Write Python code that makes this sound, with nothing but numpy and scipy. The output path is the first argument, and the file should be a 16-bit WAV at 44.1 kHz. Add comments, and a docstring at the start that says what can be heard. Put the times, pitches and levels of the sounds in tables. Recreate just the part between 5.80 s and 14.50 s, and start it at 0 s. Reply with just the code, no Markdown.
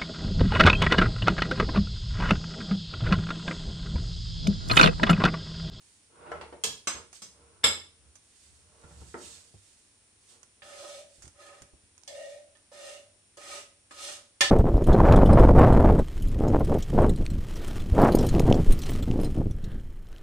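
"""A knife scrapes the last shreds of grated cheese off a wooden board onto a plate in six strokes, then raps
the wood: clumped stick-slip snaps drive the board, the blade and the shreds, and the hand's pressure sets levels.
Before that, plate and board slide as coloured noise; clinks, bumps and the plate set down are ringing blows.
A small tiled kitchen echoes the scraping and knocks; air noise, a faint hum and a thin whine lie underneath."""
import sys
import numpy as np
from scipy import signal
from scipy.fft import rfft, irfft
from scipy.io import wavfile
from scipy.ndimage import uniform_filter1d

SR = 44100
rng = np.random.default_rng(int(sys.argv[2]) if len(sys.argv) > 2 else 0)


def to_wav(s):
    """Save 16-bit WAV."""
    ch = np.atleast_2d(s).T  # columns
    pcm = np.round(np.clip(ch, -1, 1) * 32767)  # PCM
    wavfile.write(sys.argv[1], SR, pcm.astype(np.int16))


N = 383792
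TIME = np.arange(N) / SR
FILTER_TAPS = 8192
FILTER_HZ = np.fft.rfftfreq(FILTER_TAPS, 1 / SR)
TOP_EDGE_HZ = 16100
AIR_DB = -65.5
LAND_S, PRESS_SHAPE = 0.0062, 1.49  # time for the blade to bite; roundness of the arch of pressure

# Frequency bands of a knock: low_hz, high_hz
KNOCK_BANDS = [(50, 250), (250, 900), (900, 2500), (2500, 6000), (6000, 11000)]
# Blows, one table per struck thing: start_s, level_db in each of the five bands before gain_db,
# left_over_right_db
WOOD_BUMPS = [(0.516, -58.5, -43, -39, -60.5, -64, 0), (0.611, -68, -48, -46.5, -54, -63.5, -0.45),
              (0.725, -70, -49.5, -49, -62, -71, 0), (3.036, -60, -61, -62.5, -68, -78, -2),
              (3.108, -62, -62, -63, -73, -76, -2), (3.214, -61, -58, -66.5, -72, -74, -2),
              (3.341, -56.5, -42.5, -43.5, -67, -72, -0.74)]
SAUCER_CLINKS = [(0.837, -50, -45, -39.5, -30, -30, -2.5)]
BOWL_CLINKS = [(1.071, -51.5, -44, -36, -33, -33, -2), (1.418, -68, -56.5, -62, -51.5, -47.5, -1)]
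PLATE_LANDINGS = [(1.834, -58, -50.5, -39, -44.5, -55.5, -1.8), (1.839, -42, -31.5, -23, -20.5, -27, -1.5),
                  (1.863, -42.5, -36.5, -34, -37.5, -35, -1.3)]
KNIFE_TAPS = [(4.819, -61, -61, -51, -50, -73, -2), (6.276, -74, -56.5, -59, -49.5, -41, -2),
              (6.751, -79, -72, -65, -66.5, -76, -9), (6.915, -76, -54, -66, -67, -74, -2),
              (7.57, -77, -52, -60.5, -57, -49, -2), (8.108, -69, -52.5, -50, -53.5, -52.5, -1.5),
              (8.607, -44, -34, -22.5, -16.5, -19, -2)]
# Small dry ticks: start_s, onset_level_db, decay_s
TICKS = [(1.329, -45.5, 0.012), (2.355, -49.5, 0.0099), (4.631, -45.5, .0042), (5.422, -47.5, .023),
         (5.454, -50.5, .0098), (5.478, -47.5, .0057), (5.82, -43, 0.0053), (6.179, -48, 0.0028),
         (6.216, -56, .001), (6.235, -43.5, 0.0014), (6.771, -55, 0.0015)]
# Soft low thumps of handling: start_s, onset_level_db, pitch_hz, decay_s
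THUMPS = [(1.84, -41.5, 86, 0.087), (3.039, -51.5, 70, 0.067), (3.17, -57, 63.6, 0.057),
          (3.214, -56, 57.3, .073), (3.74, -51, 99, 0.063), (5.383, -60, 59.5, 0.069),
          (5.439, -53, 71.6, 0.047), (5.468, -54, 81, .032), (5.813, -48.5, 79.5, .015),
          (5.933, -53, 68, 0.029), (6.034, -61.5, 78, .053)]
# Knife strokes: start_s, swell_s, ease_s, landing_drop_db, liftoff_drop_db,
# boom_db, rasp_db, song_db, hiss_db (levels at the press peak), blade_pitch_factor
STROKES = [(4.821, 0.24, 0.13, 10.5, 2.5, -47, -52.5, -55, -48.5, 1),
           (5.539, 0.089, 0.21, 20.5, 10, -57.5, -51, -57.5, -57.5, 0.95),
           (6.278, .125, .185, 6.5, 9, -42, -64.5, -55, -53.5, 1.04),
           (6.915, 0.16, .115, 9, 8, -46.5, -53, -51.5, -48.5, 1.03),
           (7.571, .18, 0.043, 14, 3, -53, -46.5, -48.5, -43, .98),
           (8.109, .17, 0.073, 20, 7.5, -50.5, -47, -49.5, -39.5, 1.02)]
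# Plate or board pushed along: start_s, rise_s, fade_s, rumble_peak_db, grind_peak_db
DRAGS = [(.3, 0.2, 0.24, -62, -46), (.5, 0.054, .4, -56.5, -61), (1.13, 0.026, 0.14, -53.5, -46.5),
         (1.42, 0.2, 0.71, -65, -62.5), (2.12, 0.16, .12, -61.5, -76), (2.53, 0.21, 0.29, -63.5, -79),
         (2.76, .3, .28, -69, -60.5), (3.12, 0.083, 0.16, -48, -70), (3.3, 0.17, 0.33, -62.5, -63),
         (4.45, 0.091, 0.19, -76, -66)]
# Light brushes over the wood: start_s, rise_s, fade_s, peak_db
BRUSHES = [(0.0, 0.0067, 0.36, -61.5), (1.32, 0.027, 0.052, -49.5), (2.25, 0.38, 0.43, -63.5),
           (2.92, 0.34, .4, -58.5), (3.37, 0.077, 0.21, -47.5), (3.55, 0.29, 0.52, -64.5),
           (4.39, 0.13, 0.062, -57.5), (5.24, 0.1, .2, -62)]
# Resonances of each struck or rubbed thing: pitch_hz, width_hz, level_db against the broad sound
BOARD_MODES = [(578, 36, 13), (780, 33, 8.5), (1035, 30, 5), (1256.4, 37, 11.5), (1768, 110, 13),
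               (2140, 77, 2), (2450, 61, 4), (2760, 150, 4), (3030, 99, 3), (3370, 126, 9.5),
               (4770, 460, 4.5)]
PLATE_MODES = [(80.6, 19, 4.8), (1370, 38, 4.8), (2198, 95, 14), (3524, 200, 11.1), (5185, 110, 14),
               (7600, 130, 22.8), (10130, 150, 17), (11690, 160, 18.4), (15420, 120, 20)]
COUNTER_MODES = [(161, 30, 10), (358.7, 21, 7), (474, 44.2, 7), (586, 24, 10.2), (918, 50, 7.6),
                 (1344, 72, 7.1), (1847, 80, 3.4), (2210, 150, 1)]
SAUCER_MODES = [(452, 61, 9), (3320, 70, 12), (4100, 160, -7), (5130, 130, 10.5), (5470, 110, 11.5),
                (6970, 120, 9), (7461, 80, 2), (8540, 120, 14.5), (12600, 240, 11)]
BOWL_MODES = [(167, 36, 5), (1270, 380, 6.5), (1543, 91, -2), (2170, 36, 8), (5140, 120, 13),
              (5990, 46, 14), (6400, 44, 16.5), (7400, 89, 9.5), (8070, 76, 16)]
# Low modes of the held board: pitch_hz, width_hz, level_db against the broad sound
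BOOM_MODES = [(541, 9.6, 13.5), (560, 12.5, 25.5), (584, 12.5, 26), (648, 34, 9), (797, 45, 5)]
# Knife modes, before they drift: pitch_hz, width_hz, relative_level_db
BLADE_MODES = [(1790, 140, -0.5), (2040, 200, 0), (2340, 270, -1.5), (2666, 200, -5), (3080, 390, -11),
               (3446, 140, -9)]
# Broad spectra of each texture: frequency_hz, relative_density_db per Hz
BOOM_SPECTRUM = [(150, -25.5), (400, -11.5), (520, -1.5), (660, 5.5), (880, -15), (2000, -63), (8000, -86)]
RASP_SPECTRUM = [(100, -20), (250, -9), (380, 1.5), (800, 0.5), (1000, 1), (1500, 4), (2000, -6.5),
                 (2600, -1), (4000, -31), (7000, -57), (14000, -69)]
HISS_SPECTRUM = [(1200, -13.5), (2300, -2.5), (3200, 2), (3800, -1), (4600, 0), (6000, 0.5), (8200, 2),
                 (9800, -4), (12500, -20.5), (14000, -44)]
GRIND_SPECTRUM = [(60, -33), (150, -14), (230, -8.5), (400, -4), (750, -6.5), (1100, -4.5), (1500, -9),
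                  (1800, -16.5), (2400, -18), (3500, -24), (5000, -32), (9000, -56.5)]
RUMBLE_SPECTRUM = [(25, -30), (50, -15), (70, 13), (100, -1), (140, -9), (200, -11), (300, -26.5),
                   (1000, -59.5), (4000, -89.5)]
BRUSH_SPECTRUM = [(1000, -16), (3000, -5.5), (4600, -3), (6000, -2), (8000, 2), (10000, -12), (12500, -21),
                  (14000, -37)]
TICK_SPECTRUM = [(300, 1), (1500, 3.5), (4000, -1.5), (6000, 10.5), (9000, 7), (12000, -14.5), (15000, -39)]
THUD_SPECTRUM = [(20, -21), (42, -5), (60, 10), (130, -1.5), (250, -6), (500, -11), (1200, -30),
                 (4000, -51.5), (12000, -77.5)]
AIR_SPECTRUM = [(25, -18.5), (60, -5.5), (90, -7), (150, -12), (280, -9.5), (600, -16.5), (1200, -18),
                (2500, -16), (5000, -18), (7500, -15), (9300, -14.5), (10300, -25), (12000, -44),
                (14000, -45)]
# Steady hum and whine: pitch_hz, rms_level_db
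TONES = [(80.7, -85), (100, -78.5), (5491, -81), (9335, -88.5), (9383, -69.5), (9432, -93.5)]
# Decay of the kitchen's tail: frequency_hz, t60_s
KITCHEN_DECAY = [(100, .55), (260, 0.44), (700, 0.34), (1840, 0.34), (4850, 0.37), (10000, 0.29)]
# Likeness of left and right in diffuse sound: frequency_hz, correlation (0 to 1)
LIKENESS = [(60, 0.76), (300, 0.68), (600, .7), (1200, 0.15), (2500, 0), (12000, 0)]


def amp(db):
    """Decibels to gain."""
    return 10 ** (np.asarray(db) / 20)


def unit(x):
    """Scales to rms 1."""
    return x / np.sqrt(np.mean(x ** 2) + 1e-20)


def read(points, hz):
    """Reads a table on a log-frequency axis."""
    f, value = np.transpose(points)
    return np.interp(np.log(hz + 1), np.log(f + 1), value)


def add(mix, s, sound):
    """Mixes a stereo sound in at time s."""
    part = mix[:, max(round(s * SR), 0):][:, :sound.shape[-1]]
    part += sound[..., :part.shape[1]]


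def pan(db):
    """Gains of the two channels; positive db leans left."""
    return amp([[db / 2], [-db / 2]])


def wander(per_s):
    """A random curve of spread about 1, with per_s turning points a second."""
    return np.interp(TIME * per_s, np.arange(N), rng.standard_normal(N))


def steadied(x, span_s):
    """Evens out slow swells, so that the gain curve applied afterwards sets the level."""
    power = uniform_filter1d((x ** 2).mean(0), round(span_s * SR))
    return x / np.sqrt(power + 1e-20)


def colour(x, spectrum, modes=()):
    """Causal filter: a broad spectrum with resonances standing out of it."""
    peaks = 1
    for hz, width, db in modes:
        peaks = peaks + amp(db) ** 2 / (1 + (2 * (FILTER_HZ - hz) / width) ** 2) ** 1.5
    # folding the cepstrum gives minimum phase: the ring starts at once
    cepstrum = irfft(np.log(amp(read(spectrum, FILTER_HZ)) * np.sqrt(peaks)))
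    cepstrum[1:FILTER_TAPS // 2] *= 2
    cepstrum[FILTER_TAPS // 2 + 1:] = 0
    ring = irfft(np.exp(rfft(cepstrum)))[:FILTER_TAPS // 2]
    return signal.oaconvolve(np.atleast_2d(x), ring[None], axes=1)[:, :x.shape[-1]]


def diffuse(size):
    """White noise from all around: most alike at both ears in the bass."""
    a, b = rfft(rng.standard_normal((2, size)))
    same = np.clip(read(LIKENESS, np.fft.rfftfreq(size, 1 / SR)), -1, 1)
    return irfft([a, same * a + np.sqrt(1 - same ** 2) * b], size)


def room(x, direct_db):
    """Direct sound, a cluster of echoes off counter and tiles, and a tail that dies by band."""
    hz, t, grains = signal.stft(diffuse(size=SR // 2), SR, nperseg=256)
    tail = amp(-60 * t / read(KITCHEN_DECAY, hz)[:, None])
    early = 1 + np.exp(-t / 0.0077)  # the first milliseconds are denser
    echo = signal.istft(grains * tail * early, SR, nperseg=256)[1]
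    echo /= np.linalg.norm(echo[0])
    echo[:, 0] += amp(direct_db)
    echo /= np.linalg.norm(echo[0])
    return signal.oaconvolve(np.atleast_2d(x), echo, axes=1)[:, :x.shape[-1]]


def slips(per_s, spread_db, clump_db, clump_hz):
    """Stick and slip: tiny snaps of uneven size that come in clumps."""
    size = amp(spread_db * np.minimum(rng.exponential(1, N), 4))
    snaps = size * rng.choice([-1, 1], N) * (rng.random(N) < per_s / SR)
    return unit(snaps * amp(clump_db * wander(clump_hz)))


def background():
    """Still kitchen air as coloured noise, with a low hum and a thin electrical whine as steady sines."""
    tones = np.zeros(N)
    for hz, db in TONES:
        tones += amp(db) * np.sqrt(2) * np.sin(2 * np.pi * (hz * TIME + rng.random()))
    air = unit(colour(diffuse(size=N), AIR_SPECTRUM))
    return amp(AIR_DB) * air * pan(0.19) + tones


def pushes(rows, column, depth_db, shape):
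    """Gain of sliding movements: each gathers speed from depth_db below its peak, then slows again."""
    gain = np.zeros(N)
    for row in rows:
        start, rise_s, fade_s = row[:3]
        first = max(round(start * SR), 0)
        t = TIME[first:first + 2 * SR] - start - rise_s  # zero at the peak
        away = np.maximum(-t / rise_s, t / fade_s)
        gain[first:first + len(t)] += amp(row[column] - depth_db * away ** shape)
    return gain


def dragging():
    """Plate and board grind over wood and counter, the cupboard below rumbles, and hands brush the wood."""
    fibres = slips(per_s=17000, spread_db=3.5, clump_db=2.0, clump_hz=68.3)
    brush = unit(colour(fibres, BRUSH_SPECTRUM))
    brush = brush * pushes(BRUSHES, column=3, depth_db=20.5, shape=1.65)

    rumble = steadied(colour(diffuse(size=N), RUMBLE_SPECTRUM), span_s=0.11)
    rumble = rumble * pushes(DRAGS, column=3, depth_db=19, shape=1.2)

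    grit = slips(per_s=5100, spread_db=2, clump_db=2.5, clump_hz=64)
    grind = room(colour(grit, GRIND_SPECTRUM, COUNTER_MODES), direct_db=-7.0)
    grind = steadied(grind, span_s=0.03) * pushes(DRAGS, column=4, depth_db=22.5, shape=1.3)
    return (rumble + grind) * pan(-1.5) + room(brush, direct_db=-6.5) * pan(-4.5)


def blow(size, rise_s, chatter_s, chatter_db):
    """A snap, and a chatter of the contact that swells and dies within milliseconds."""
    t = np.arange(size) / SR
    chatter = rng.standard_normal(size) * (1 - np.exp(-t / rise_s)) * np.exp(-t / chatter_s)
    snap = signal.unit_impulse(size, round(rise_s * SR))
    return snap + amp(chatter_db) * chatter / np.linalg.norm(chatter)


def knocks(rows, modes, gain_db, rise_s, chatter_s, chatter_db, direct_db, top_db):
    """Each blow rings through the struck thing and the room, with the colour of its contact."""
    out = np.zeros((2, N))
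    low, high = np.transpose(KNOCK_BANDS)
    for s, *band_db, side_db in rows:
        density = np.array(band_db) - 10 * np.log10(high - low)  # dB per Hz
        bass = [(25, density[0] - 18), (65, density[0])]
        treble = [(13000, density[-1] + top_db), (16000, density[-1] + 2 * top_db)]
        spectrum = sorted([*bass, *zip(np.sqrt(low * high), density), *treble])
        contact = room(blow(SR // 2, rise_s, chatter_s, chatter_db), direct_db)
        sound = colour(contact, spectrum, modes)
        # the summed band levels set the loudness of the first 25 ms
        loudness = np.linalg.norm(amp(band_db)) / np.std(sound[:, :SR // 40])
        add(out, s, amp(gain_db) * loudness * pan(side_db) * sound)
    return out


def wood_bumps():
    """Dull bumps of wood, ringing with the counter's low modes."""
    return knocks(WOOD_BUMPS, COUNTER_MODES, gain_db=1, rise_s=0.0012, chatter_s=0.003,
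                  chatter_db=-3, direct_db=-12, top_db=-22)


def saucer_clink():
    """A bright clink against a saucer, ringing with its high modes."""
    return knocks(SAUCER_CLINKS, SAUCER_MODES, gain_db=0.9, rise_s=0.0008, chatter_s=0.0039,
                  chatter_db=-4.5, direct_db=-16, top_db=-19.5)


def bowl_clinks():
    """Clinks against a bowl: a longer contact chatter excites narrow high modes."""
    return knocks(BOWL_CLINKS, BOWL_MODES, gain_db=2.0, rise_s=0.0015, chatter_s=0.011,
                  chatter_db=0.0, direct_db=-35, top_db=-20.0)


def plate_landing():
    """The plate meets the counter in three quick contacts and rings with its own modes."""
    return knocks(PLATE_LANDINGS, PLATE_MODES, gain_db=1.0, rise_s=0.0015, chatter_s=0.00566,
                  chatter_db=2.0, direct_db=-15, top_db=-17.0)


def handling():
    """Small dry ticks of decaying noise, and thumps that swing a few slow cycles."""
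    ticks, thumps = np.zeros((2, N)), np.zeros((2, N))
    t = np.arange(SR // 3) / SR
    for s, db, decay_s in TICKS:
        grain = unit(colour(diffuse(size=len(t)), TICK_SPECTRUM))
        add(ticks, s, amp(db) * grain * np.exp(-t / decay_s))
    for s, db, hz, decay_s in THUMPS:
        swing = np.sin(2 * np.pi * hz * t) * np.exp(-t / decay_s)
        push = steadied(colour(diffuse(size=len(t)), THUD_SPECTRUM), span_s=0.03) * np.exp(-t / 0.023)
        add(thumps, s, amp(db) * (swing + push))
    return room(ticks, direct_db=6) * pan(-5.0) + thumps * pan(-2.5)


def knife_taps():
    """The knife taps and finally raps the board, which rings with its wooden modes."""
    return knocks(KNIFE_TAPS, BOARD_MODES, gain_db=-3.5, rise_s=0.001212, chatter_s=0.0044,
                  chatter_db=-3, direct_db=-15, top_db=-25.0)


def pressure(column, lift_db_per_s, lean_db_per_s):
    """Gain of one layer: the blade lands, presses harder, eases and lifts off, with a tilt along the stroke."""
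    gain = np.zeros(N)
    for row in STROKES:
        start, swell_s, ease_s, landing_db, liftoff_db = row[:5]
        t = TIME - start - swell_s  # zero at the press peak
        before, after = np.clip(-t / swell_s, 0, 1), np.clip(t / ease_s, 0, 1)
        arch = -landing_db * before ** PRESS_SHAPE - liftoff_db * after ** PRESS_SHAPE
        lean = lean_db_per_s * np.clip(t, -swell_s, ease_s)
        lift = lift_db_per_s * np.maximum(t - ease_s, 0)
        bite = np.clip((TIME - start) / LAND_S, 0, 1)
        gain += bite * amp(row[column] + arch + lean - lift)
    return gain


def resonate(x, hz, width):
    """A resonance that follows the curve hz: shift down to zero, smooth, shift back up."""
    turn = np.exp(2j * np.pi * np.cumsum(hz) / SR)
    r = np.exp(-np.pi * width / SR)
    return (turn * signal.lfilter([1 - r], [1, -r], x / turn)).real


def blade_song(chatter):
    """The steel sings: as the contact travels along the edge, each mode swells, fades and shifts."""
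    grip, song = np.ones(N), np.zeros(N)
    for start, *_, factor in STROKES:  # each stroke holds the knife a little differently
        grip[TIME >= start] = factor
    for hz, width, db in BLADE_MODES:
        pitch = hz * grip * (1 + 0.017 * wander(per_s=13))
        swell = amp(db + 3.5 * wander(per_s=14))
        ring = resonate(resonate(chatter, pitch, width), pitch, 3 * width)
        song += swell * unit(ring)
    return steadied(song[None], span_s=0.072)


def scraping():
    """The blade chatters over the grain: the board booms and rasps, the steel sings, the shreds hiss."""
    chatter = slips(per_s=2500, spread_db=4, clump_db=3.0, clump_hz=80.1)
    boom = steadied(colour(diffuse(size=N), BOOM_SPECTRUM, BOOM_MODES), span_s=0.028)
    boom = boom * pressure(column=5, lift_db_per_s=126, lean_db_per_s=12.5)

    rasp = unit(colour(chatter, RASP_SPECTRUM, BOARD_MODES))
    rasp = rasp * pressure(column=6, lift_db_per_s=223, lean_db_per_s=-27)

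    song = blade_song(chatter) * pressure(column=7, lift_db_per_s=211.5, lean_db_per_s=-3.5)

    shreds = slips(per_s=9000, spread_db=2.2, clump_db=1.6, clump_hz=140.5)
    hiss = unit(colour(shreds, HISS_SPECTRUM))
    hiss = hiss * pressure(column=8, lift_db_per_s=277, lean_db_per_s=-8)
    return boom * pan(-1.5) + room(rasp + song + hiss, direct_db=-7.5) * pan(-1.8)


def scene():
    """Everything that happens on the counter, over the still kitchen."""
    dishes = saucer_clink() + bowl_clinks() + plate_landing()
    moves = dragging() + wood_bumps() + handling()
    knife = knife_taps() + scraping()
    return background() + moves + dishes + knife


def record(dry):
    """Band limit: a steep low-pass takes away what lies above the top edge."""
    lowpass = signal.firwin(511, TOP_EDGE_HZ, window=("kaiser", 9), fs=SR)
    return signal.oaconvolve(dry, lowpass[None], "same")


dry = scene()
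out = record(dry)
to_wav(out)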